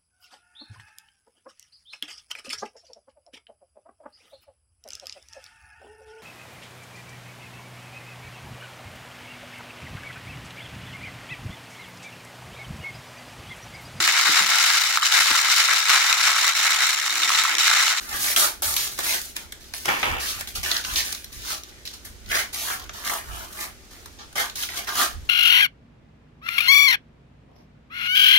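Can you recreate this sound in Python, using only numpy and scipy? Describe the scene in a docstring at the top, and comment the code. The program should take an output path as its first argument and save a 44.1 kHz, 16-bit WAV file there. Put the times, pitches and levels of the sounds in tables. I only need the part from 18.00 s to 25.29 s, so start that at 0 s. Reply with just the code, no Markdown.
"""Tearing the strip off a bucket lid

A plastic strip is pulled off in jerks. It catches and slips, crackling with tiny breaks that shake
the lid, and now and then it cracks sharply. The tone keeps changing as the tear moves round the rim.
The bucket rumbles, thuds, knocks and scuffs as it is handled. A small, hard kitchen adds a short
echo to the tearing and scuffing, over a faint background noise."""
import sys
import numpy as np
from scipy import signal
from scipy.fft import rfft, irfft
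from scipy.io import wavfile
from scipy.ndimage import uniform_filter1d

SR = 44100
rng = np.random.default_rng(int(sys.argv[2]) if len(sys.argv) > 2 else 0)


def file_out(sig):
    """Save sig as 16-bit WAV at sys.argv[1]."""
    # one column per channel
    cols = np.atleast_2d(sig).T
    # limit, then scale
    lim = np.clip(cols, -1, 1)
    pcm = np.round(lim * 32767).astype(np.int16)
    wavfile.write(sys.argv[1], SR, pcm)


N = 321489
TIME = np.arange(N) / SR
HAND_TIME = TIME[::20]   # hands move slowly, so a coarse clock will do
LET_UP_DB_PER_S = 295   # how fast a pull or shove dies away


def from_db(db):
    return 10 ** (np.asarray(db) / 20)


def unit_energy(x):
    """Scale a response so that white noise keeps its level through it."""
    return x / np.sqrt(np.sum(x ** 2, axis=-1, keepdims=True))


def evened(x, span_s):
    """Even out the loudness but keep the fine grain."""
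    power = np.abs(uniform_filter1d(x ** 2, max(int(span_s * SR), 8)))
    return x / np.sqrt(power + 1e-9)


def together(levels_db):
    """Add the powers of overlapping level curves; give a gain for every sample."""
    power = sum(from_db(np.maximum(db, -200)) ** 2 for db in levels_db)
    return np.interp(TIME, HAND_TIME, np.sqrt(power))


def through(x, response):
    """Play a sound through a filter, given the filter's response to one click."""
    return signal.fftconvolve(np.atleast_2d(x), np.atleast_2d(response), axes=-1)[:, :N]


def tone_filter(points, size=8192):
    """The click response of a filter with the given tone."""
    hz, db = np.transpose(points)
    octaves = np.log2(np.maximum(np.arange(size // 2 + 1) * SR / size, 1))
    outside = np.abs(octaves - np.clip(octaves, np.log2(hz[0]), np.log2(hz[-1])))
    gains = from_db(np.interp(octaves, np.log2(hz), db) - 20 * outside)
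    # minimum phase: nothing rings before the click
    cepstrum = irfft(np.log(gains))
    cepstrum[1:size // 2] *= 2
    cepstrum[size // 2 + 1:] = 0
    return unit_energy(irfft(np.exp(rfft(cepstrum))))


def stereo_noise(tone, likeness):
    """Filtered noise, partly shared by both ears."""
    mid, side = through(rng.standard_normal((2, N)), tone_filter(tone))
    share = (1 + likeness) / 2
    return (np.sqrt(share) * evened(mid, span_s=0.059)
            + np.sqrt(1 - share) * evened(side, span_s=0.16) * [[1], [-1]])


def jerk(start_s, length_s, sag_db, onset_db_per_s=5000):
    """Level in dB of a jerk: it starts at once, sags as the tension is spent, then lets up."""
    age = HAND_TIME - start_s
    return (onset_db_per_s * np.minimum(age, 0) - sag_db * np.clip(age / length_s, 0, 1)
            - LET_UP_DB_PER_S * np.maximum(age - length_s, 0))


def steady_pull(peak_s, rise_s, hold_s, swell_db=27.5):
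    """Level in dB of a steady pull: it swells, holds, then lets up."""
    age = HAND_TIME - peak_s
    return swell_db * np.minimum(age / rise_s, 0) - LET_UP_DB_PER_S * np.maximum(age - hold_s, 0)


# The strip gives way suddenly and runs on:
# (start [s], length [s], level [dB], sag [dB], lid share [dB], crispness [dB])
SUDDEN_PULLS = [(0.0, 0.04, -43.5, 0, -1.5, 0.5), (0.363, 0.085, -22.5, 1, -4.5, 2),
                (0.623, 0.099, -28, 4.5, -6.5, 3.5), (0.762, 0.11, -26.5, 6.5, -10.5, -0.5),
                (0.912, 0.038, -39.5, 4.5, -8, 1.5), (0.977, 0.063, -36, 0, -1, -2),
                (1.03, .11, -30.5, -4, -4, 0), (1.16, 0.14, -39.5, 8.5, -11, 2),
                (1.353, 0.071, -43.5, 6, -2, 1), (1.603, 0.14, -49, 8, -9, -4.5),
                (1.743, 0.1, -40.5, 6, -8, 1.5), (1.846, 0.24, -36.5, 6.5, 0.5, -3),
                (2.196, 0.11, -34, -4, -7, -3), (2.338, 0.071, -43, -1, -0.5, 0.5),
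                (2.475, .03, -40.5, 7.5, -3.5, 2), (2.55, 0.043, -29.5, 13, -6, -0.5),
                (2.629, .15, -30.5, 2.5, -2.5, -3), (2.835, 0.13, -37.5, -3.5, -3.5, -2),
                (2.958, 0.039, -22.5, 1.5, -9.5, -5.5), (3.046, 0.19, -34, 19.5, -4.5, 0.5),
                (3.319, 0.073, -45, 4, -8, 0), (3.635, 0.17, -55, 5, -2, -8),
                (3.856, 0.019, -36, 5, -20, -8), (3.929, 0.016, -39, 5.5, -15, -7),
                (4.298, 0.062, -38.5, -2.5, 8.5, 0), (4.527, .13, -37, -4, -6, 0.5),
                (4.794, 0.037, -48, 1, 4, -7), (4.934, 0.076, -43.5, 0, -2.5, -2.5),
                (5.093, 0.083, -35.5, 4.5, 3, 3), (5.907, 0.17, -52.5, 7, -1.5, -1.5),
                (6.186, 0.03, -43.5, 2, -3.5, -20), (6.354, 0.051, -33.5, -6, 1.5, -2),
                (6.555, .08, -34.5, -3, -10, -2.5), (6.696, 0.064, -40.5, -3.5, -2, -4.5),
                (6.87, 0.063, -32.5, 8, 1, -5.5)]
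# The tear gathers speed smoothly:
# (peak time [s], rise [s], hold [s], level [dB], lid share [dB], crispness [dB])
STEADY_PULLS = [(0.126, 0.13, 0.031, -37.5, 3, 2), (0.235, 0.2, 0.078, -28, -4.5, 2),
                (3.508, 0.18, 0.012, -29, -7, -4), (4.047, 0.017, 0.011, -46, -3, 2.5),
                (4.351, 0.081, 0.039, -27.5, -0.5, -3), (4.673, .05, 0.058, -36, 2.5, 2.5),
                (5.065, 0.066, 0.012, -30, 0, -2), (5.336, 0.31, 0.099, -46, 4, 1),
                (5.611, 0.21, 0.028, -39.5, 2.5, 3), (6.764, 0.045, 0.023, -34.5, -1.5, -2),
                (6.987, .11, 0.041, -24.5, 0, -1)]


def pulling():
    """How hard the hand pulls, and the shares that reach the lid and the crisp torn edge."""
    pulls = [(db + jerk(s, length, sag), lid, crisp) for s, length, db, sag, lid, crisp in SUDDEN_PULLS]
    pulls += [(db + steady_pull(s, rise, hold), lid, crisp)
              for s, rise, hold, db, lid, crisp in STEADY_PULLS]
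    pulls.append((-63.5, 1, -2))   # between pulls the tight strip still creeps
    effort = together(db for db, _, _ in pulls)
    lid_share = together(db + lid for db, lid, _ in pulls) / effort
    crispness = together(db + crisp for db, _, crisp in pulls) / effort
    return effort, lid_share, crispness


def slips(per_s, spread_db, relax_s):
    """Plastic catches and slips at uneven moments; each slip is a kick that quickly fades."""
    gaps = rng.gamma(3, 1 / 3, 12000)
    sizes = from_db(spread_db * rng.standard_normal(len(gaps)))
    at = (np.cumsum(gaps) * SR / per_s).astype(int)
    kicks = np.bincount(at[at < N], sizes[at < N], N)
    fading = signal.lfilter([1], [1, -np.exp(-1 / (relax_s * SR))], kicks)
    return evened(fading, span_s=0.0283)


def tiny_breaks(per_s, spread_db):
    """Tiny breaks click at random moments, in random sizes."""
    sizes = from_db(spread_db * np.minimum(rng.exponential(1, N), 5)) * rng.choice([-1, 1], N)
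    return sizes * (rng.random(N) < per_s / SR)


def tough_threads(per_s, height_db, spread_db):
    """Now and then a tougher thread parts and stands out of the crackle."""
    sizes = from_db(height_db + spread_db * np.clip(rng.standard_normal(N), -2, 1))
    return sizes * (rng.random(N) < per_s / SR)


def tearing(effort, lid_share, crispness, loud_db=-34):
    """The thin plastic breaks in bursts, one at each slip; the lid feels the slips most."""
    strain = slips(per_s=250, spread_db=3, relax_s=0.00093)
    crackle = evened(tiny_breaks(per_s=4500, spread_db=3) * (strain + 0.89), span_s=0.009)
    jolts = evened(tiny_breaks(per_s=5000, spread_db=1) * (strain + 0.072), span_s=0.016)
    threads = tough_threads(per_s=31, height_db=23.5, spread_db=9.5)
    threads /= 1 + effort / from_db(loud_db)   # they stand out most when the tear creeps
    crackle = (crackle + threads) * effort
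    jolts = (jolts * lid_share + 0.26 * threads) * effort
    return plastic(crackle * from_db(-2.5), jolts * from_db(0.06), crackle * crispness * from_db(0.5),
                   directness=0.54, longest_s=0.0028)


# The notes the lid rings at: (pitch [Hz], width [Hz], level [dB])
LID_NOTES = [(375, 118, -3), (586, 93, -2.5), (713, 107, -1.5), (855, 270, -3.5), (1207, 350, -1.5),
             (1438, 200, -3.5), (1634, 580, -1.5), (2032, 490, -2), (2346, 610, -4.5), (2823, 220, -5.5),
             (3214, 550, -4)]


def lid_ring(focus_hz, focus_db=5.5, focus_octaves=0.95, uneven_db=1.5, size=1536):
    """The lid's notes swell and die as a jolt spreads from the rim; each spot has its own mix."""
    hz, width, db = np.transpose(LID_NOTES)[:, :, None]
    boost_db = focus_db * np.exp(-(np.log2(hz / focus_hz) / focus_octaves) ** 2)
    heights = width * from_db(db + boost_db + uneven_db * rng.standard_normal(db.shape))
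    age = np.pi * width * TIME[:size]
    phase = 2 * np.pi * (hz * TIME[:size] + rng.random(hz.shape))
    return unit_energy(np.sum(heights * age * np.exp(-age) * np.cos(phase), axis=0))


# The tone of the stiff strip: (frequency [Hz], level [dB])
STRIP_TONE = [(1200, -29.5), (2300, -3.5), (3000, 0.5), (3900, 4.5), (5000, 2.5), (6300, 1), (7400, -7),
              (9500, -47.5)]
# The tone of the fine fibres at the torn edge: (frequency [Hz], level [dB])
EDGE_TONE = [(4500, -16.5), (6500, -5.5), (7800, -1.5), (9500, 1), (11000, 0.5), (13000, 0), (15500, -3.5),
             (17000, 1.5)]
# The pitch at which the moving tear shakes the lid most: (time [s], pitch [Hz])
LID_FOCUS_PATH = [(.15, 1190), (.29, 2280), (.42, 1220), (.7, 1150), (1.1, 1950), (2.7, 2480), (3.1, 2400),
                  (3.5, 1640), (4.36, 1550), (4.7, 1490), (5.1, 1235), (5.6, 1010), (6.4, 1150),
                  (6.65, 1740), (7.0, 1553)]


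def plastic(strip_force, lid_force, edge_force, directness, longest_s, spots=110, size=8192):
    """Strip, lid and torn edge turn clicks into sound, from a spot that moves round the rim."""
    out = np.zeros((2, N + size))
    strip, edge = rfft(tone_filter(STRIP_TONE), size), rfft(tone_filter(EDGE_TONE), size)
    focus_hz = np.interp(TIME, *np.transpose(LID_FOCUS_PATH))
    for spot in np.array_split(np.arange(N), spots):
        if strip_force[spot].any():
            sound = rfft(strip_force[spot], size) * strip + rfft(edge_force[spot], size) * edge
            sound += rfft(lid_force[spot], size) * rfft(lid_ring(focus_hz[spot].mean()), size)
            out[:, spot[0]:spot[0] + size] += irfft(sound * near_bounces(directness, longest_s, size))
    return out[:, :N]


def near_bounces(directness, longest_s, size, count=3):
    """Bounces off bucket and floor smear a click differently for each ear (all-pass spectra)."""
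    bins = np.arange(size // 2 + 1)
    turn = np.exp(-2j * np.pi * np.arange(size) / size)
    lags = (rng.uniform(0.15, 1, (count, 2, 1)) * longest_s * SR).astype(int)
    bounces = turn[lags * bins % size] * rng.choice([-1, 1], lags.shape)
    arrival = turn[rng.integers(0, 16, (2, 1)) * bins % size]   # a tiny delay for each ear
    return arrival * np.prod(directness + bounces, axis=0) / np.prod(1 + directness * bounces, axis=0)


def kitchen(x, echo_db=-8, echo_s=0.25, dull_above_hz=9000, size=16384):
    """The hard walls add a short, slightly duller echo."""
    noise = rng.standard_normal((2, size))
    dulled = signal.lfilter([1], [1, -np.exp(-2 * np.pi * dull_above_hz / SR)], noise)
    echo = unit_energy(dulled * from_db(-60 * TIME[:size] / echo_s) * (TIME[:size] > 0.005))
    return x + from_db(echo_db) * through(x, echo)


# The tone of the room's background noise: (frequency [Hz], level [dB])
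AIR_TONE = [(18, -39), (30, -27), (70, 11.5), (157, -14.5), (336, -2), (1040, -10.5), (1670, -7.5),
            (6210, -7.5), (14400, -22), (16000, -45)]


def room_air(level_db=-52):
    """The air carries a faint, steady rumble and hiss."""
    return from_db(level_db) * stereo_noise(AIR_TONE, likeness=0.018)


# The tone of the bucket's side: (frequency [Hz], level [dB])
BUCKET_TONE = [(80, -11), (135, 2.5), (165, -9.5), (210, 2.5), (290, 0.5), (365, 0.5), (450, -4.5),
               (650, -9.5), (1100, -23)]


def bucket_rumble(lid_force, shove, rest_db=-58):
    """The bucket's side flexes under the hands, more when the lid is tugged or the bucket shoved."""
    flexing = from_db(rest_db) + from_db(-39.5) * lid_force ** 0.55 + from_db(-15.5) * shove
    return flexing * stereo_noise(BUCKET_TONE, likeness=0.9)


# Weight shifts on the floor: (time [s], level [dB])
WEIGHT_SHIFTS = [(0.14, -52), (0.68, -47.5), (2.112, -40), (2.37, -51.5), (2.59, -43.5), (2.93, -44),
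                 (3.39, -49), (4.12, -51), (4.28, -47), (4.85, -51), (5.31, -43), (7.17, -41)]
# The deep tone of a thud: (frequency [Hz], level [dB])
THUD_TONE = [(12, -7), (25, -6), (45, 1), (62, 3.5), (85, -1.5), (120, -12), (200, -19)]


def thuds(rise_db_per_s=217, fall_db_per_s=107, rest_db=-59.5):
    """Shifting weight makes dull thuds, louder on the right."""
    bumps = [db + np.minimum(rise_db_per_s * (HAND_TIME - s), fall_db_per_s * (s - HAND_TIME))
             for s, db in WEIGHT_SHIFTS]
    return together([rest_db] + bumps) * stereo_noise(THUD_TONE, likeness=0.45) * from_db([[6], [9.5]])


# Sharp cracks of the strip, and knocks as the bucket starts to scrape:
# (time [s], level [dB], lid share [dB], crispness [dB])
SHARP_CLICKS = [(0.362, -7, -8, -8), (0.621, -23, -4, 4), (0.739, -17.5, -21, -1),
                (0.765, -11.5, -14, -2.5), (0.989, -19.5, 4, 3), (1.215, -23.5, -25, -4),
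                (1.365, -17.5, -3, -6.5), (1.522, -24.5, -8.5, -3.5), (1.737, -21, -3.5, -7),
                (1.856, -14.5, -6, -6), (1.888, -16, 4.5, -13), (2.029, -15, -0.5, -23),
                (2.409, -20, -7, -5), (2.473, -22.5, -14, -9), (2.714, -6, -19, -19),
                (2.766, -10.5, -17, -25), (2.84, -22, -24, -30), (2.848, -15, -6.5, -27),
                (2.958, -11, -24, -34), (3.126, -20, -13, -1), (3.148, -20.5, -18, -10),
                (3.243, -22.5, -24, -7.5), (3.328, -31.5, -26, -7), (3.635, -24, -18, -16),
                (3.853, -22, -22, -12), (3.875, -19.5, -26, -12), (4.26, -35, -24, -14),
                (4.531, -25, -15, -18), (4.893, -23.5, -7.5, -19), (6.058, -30.5, -5, -7),
                (6.327, -33.5, -12, -10), (6.357, -31.5, 1, -18), (6.497, -21.5, -30, -15),
                (6.556, -21, -28, -10), (6.633, -19.5, -8.5, -22), (6.688, -25, -2.5, -14)]


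def cracks_and_knocks(boost_db=11, burst_s=0.0005, burst_db=-3, size=1024):
    """Each crack or knock jolts the plastic with one sharp kick and a tiny burst of noise."""
    forces = np.zeros((3, N + size))   # on strip, lid and torn edge
    for s, db, lid_db, crisp_db in SHARP_CLICKS:
        burst = rng.standard_normal(size) * np.exp(-TIME[:size] / burst_s)
        click = from_db(burst_db) * unit_energy(burst)
        click[0] = 1   # the sharp kick
        gains = from_db(db + boost_db + np.array([0, lid_db + 6.5, crisp_db + 7]))
        at = int(s * SR)
        forces[:, at:at + size] += np.outer(gains, unit_energy(click))
    return plastic(*forces[:, :N], directness=0.74, longest_s=0.0012)


# The bucket is pushed over the floor: (start [s], length [s], level [dB], sag [dB])
SHOVES = [(1.879, 0.11, -23.5, 14), (2.026, .16, -27.5, 8.5)]


def shoving():
    """How hard the hands push the bucket, in two quick shoves."""
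    return together(db + jerk(s, length, sag) for s, length, db, sag in SHOVES)


# The tone of the base scraping the floor: (frequency [Hz], level [dB])
SCUFF_TONE = [(200, -14), (560, -1.5), (790, 2), (1000, 3.5), (1300, 1), (1800, 1.5), (2400, 2.5),
              (3300, -3.5), (4100, -15), (6200, -16.5), (7500, -21.5), (15000, -19)]


def scuffing(shove, boost_db=3):
    """The bucket's base sticks and slips over the tiles with a coarse, dull scrape."""
    judder = slips(per_s=180, spread_db=0, relax_s=0.0015)
    grit = evened(tiny_breaks(per_s=3300, spread_db=-1) * (judder + 0.13), span_s=0.016)
    scuff = through(grit * shove * from_db(boost_db), tone_filter(SCUFF_TONE))
    return through(scuff, irfft(near_bounces(directness=0.44, longest_s=0.0026, size=8192)))


def scene():
    """The hands pull and shove; strip, lid and bucket sound in the kitchen."""
    effort, lid_share, crispness = pulling()
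    shove = shoving()
    direct = tearing(effort, lid_share, crispness) + cracks_and_knocks() + scuffing(shove)
    in_room = kitchen(direct) * from_db([[1.8], [2.4]])   # left, right
    return in_room + thuds() + bucket_rumble(effort * lid_share, shove) + room_air()


def record(dry, cutoff_hz=15750):
    """The very highest treble is cut off steeply."""
    return signal.sosfilt(signal.ellip(12, 0.1, 80, cutoff_hz, fs=SR, output="sos"), dry)


dry = scene()
out = record(dry)
file_out(out)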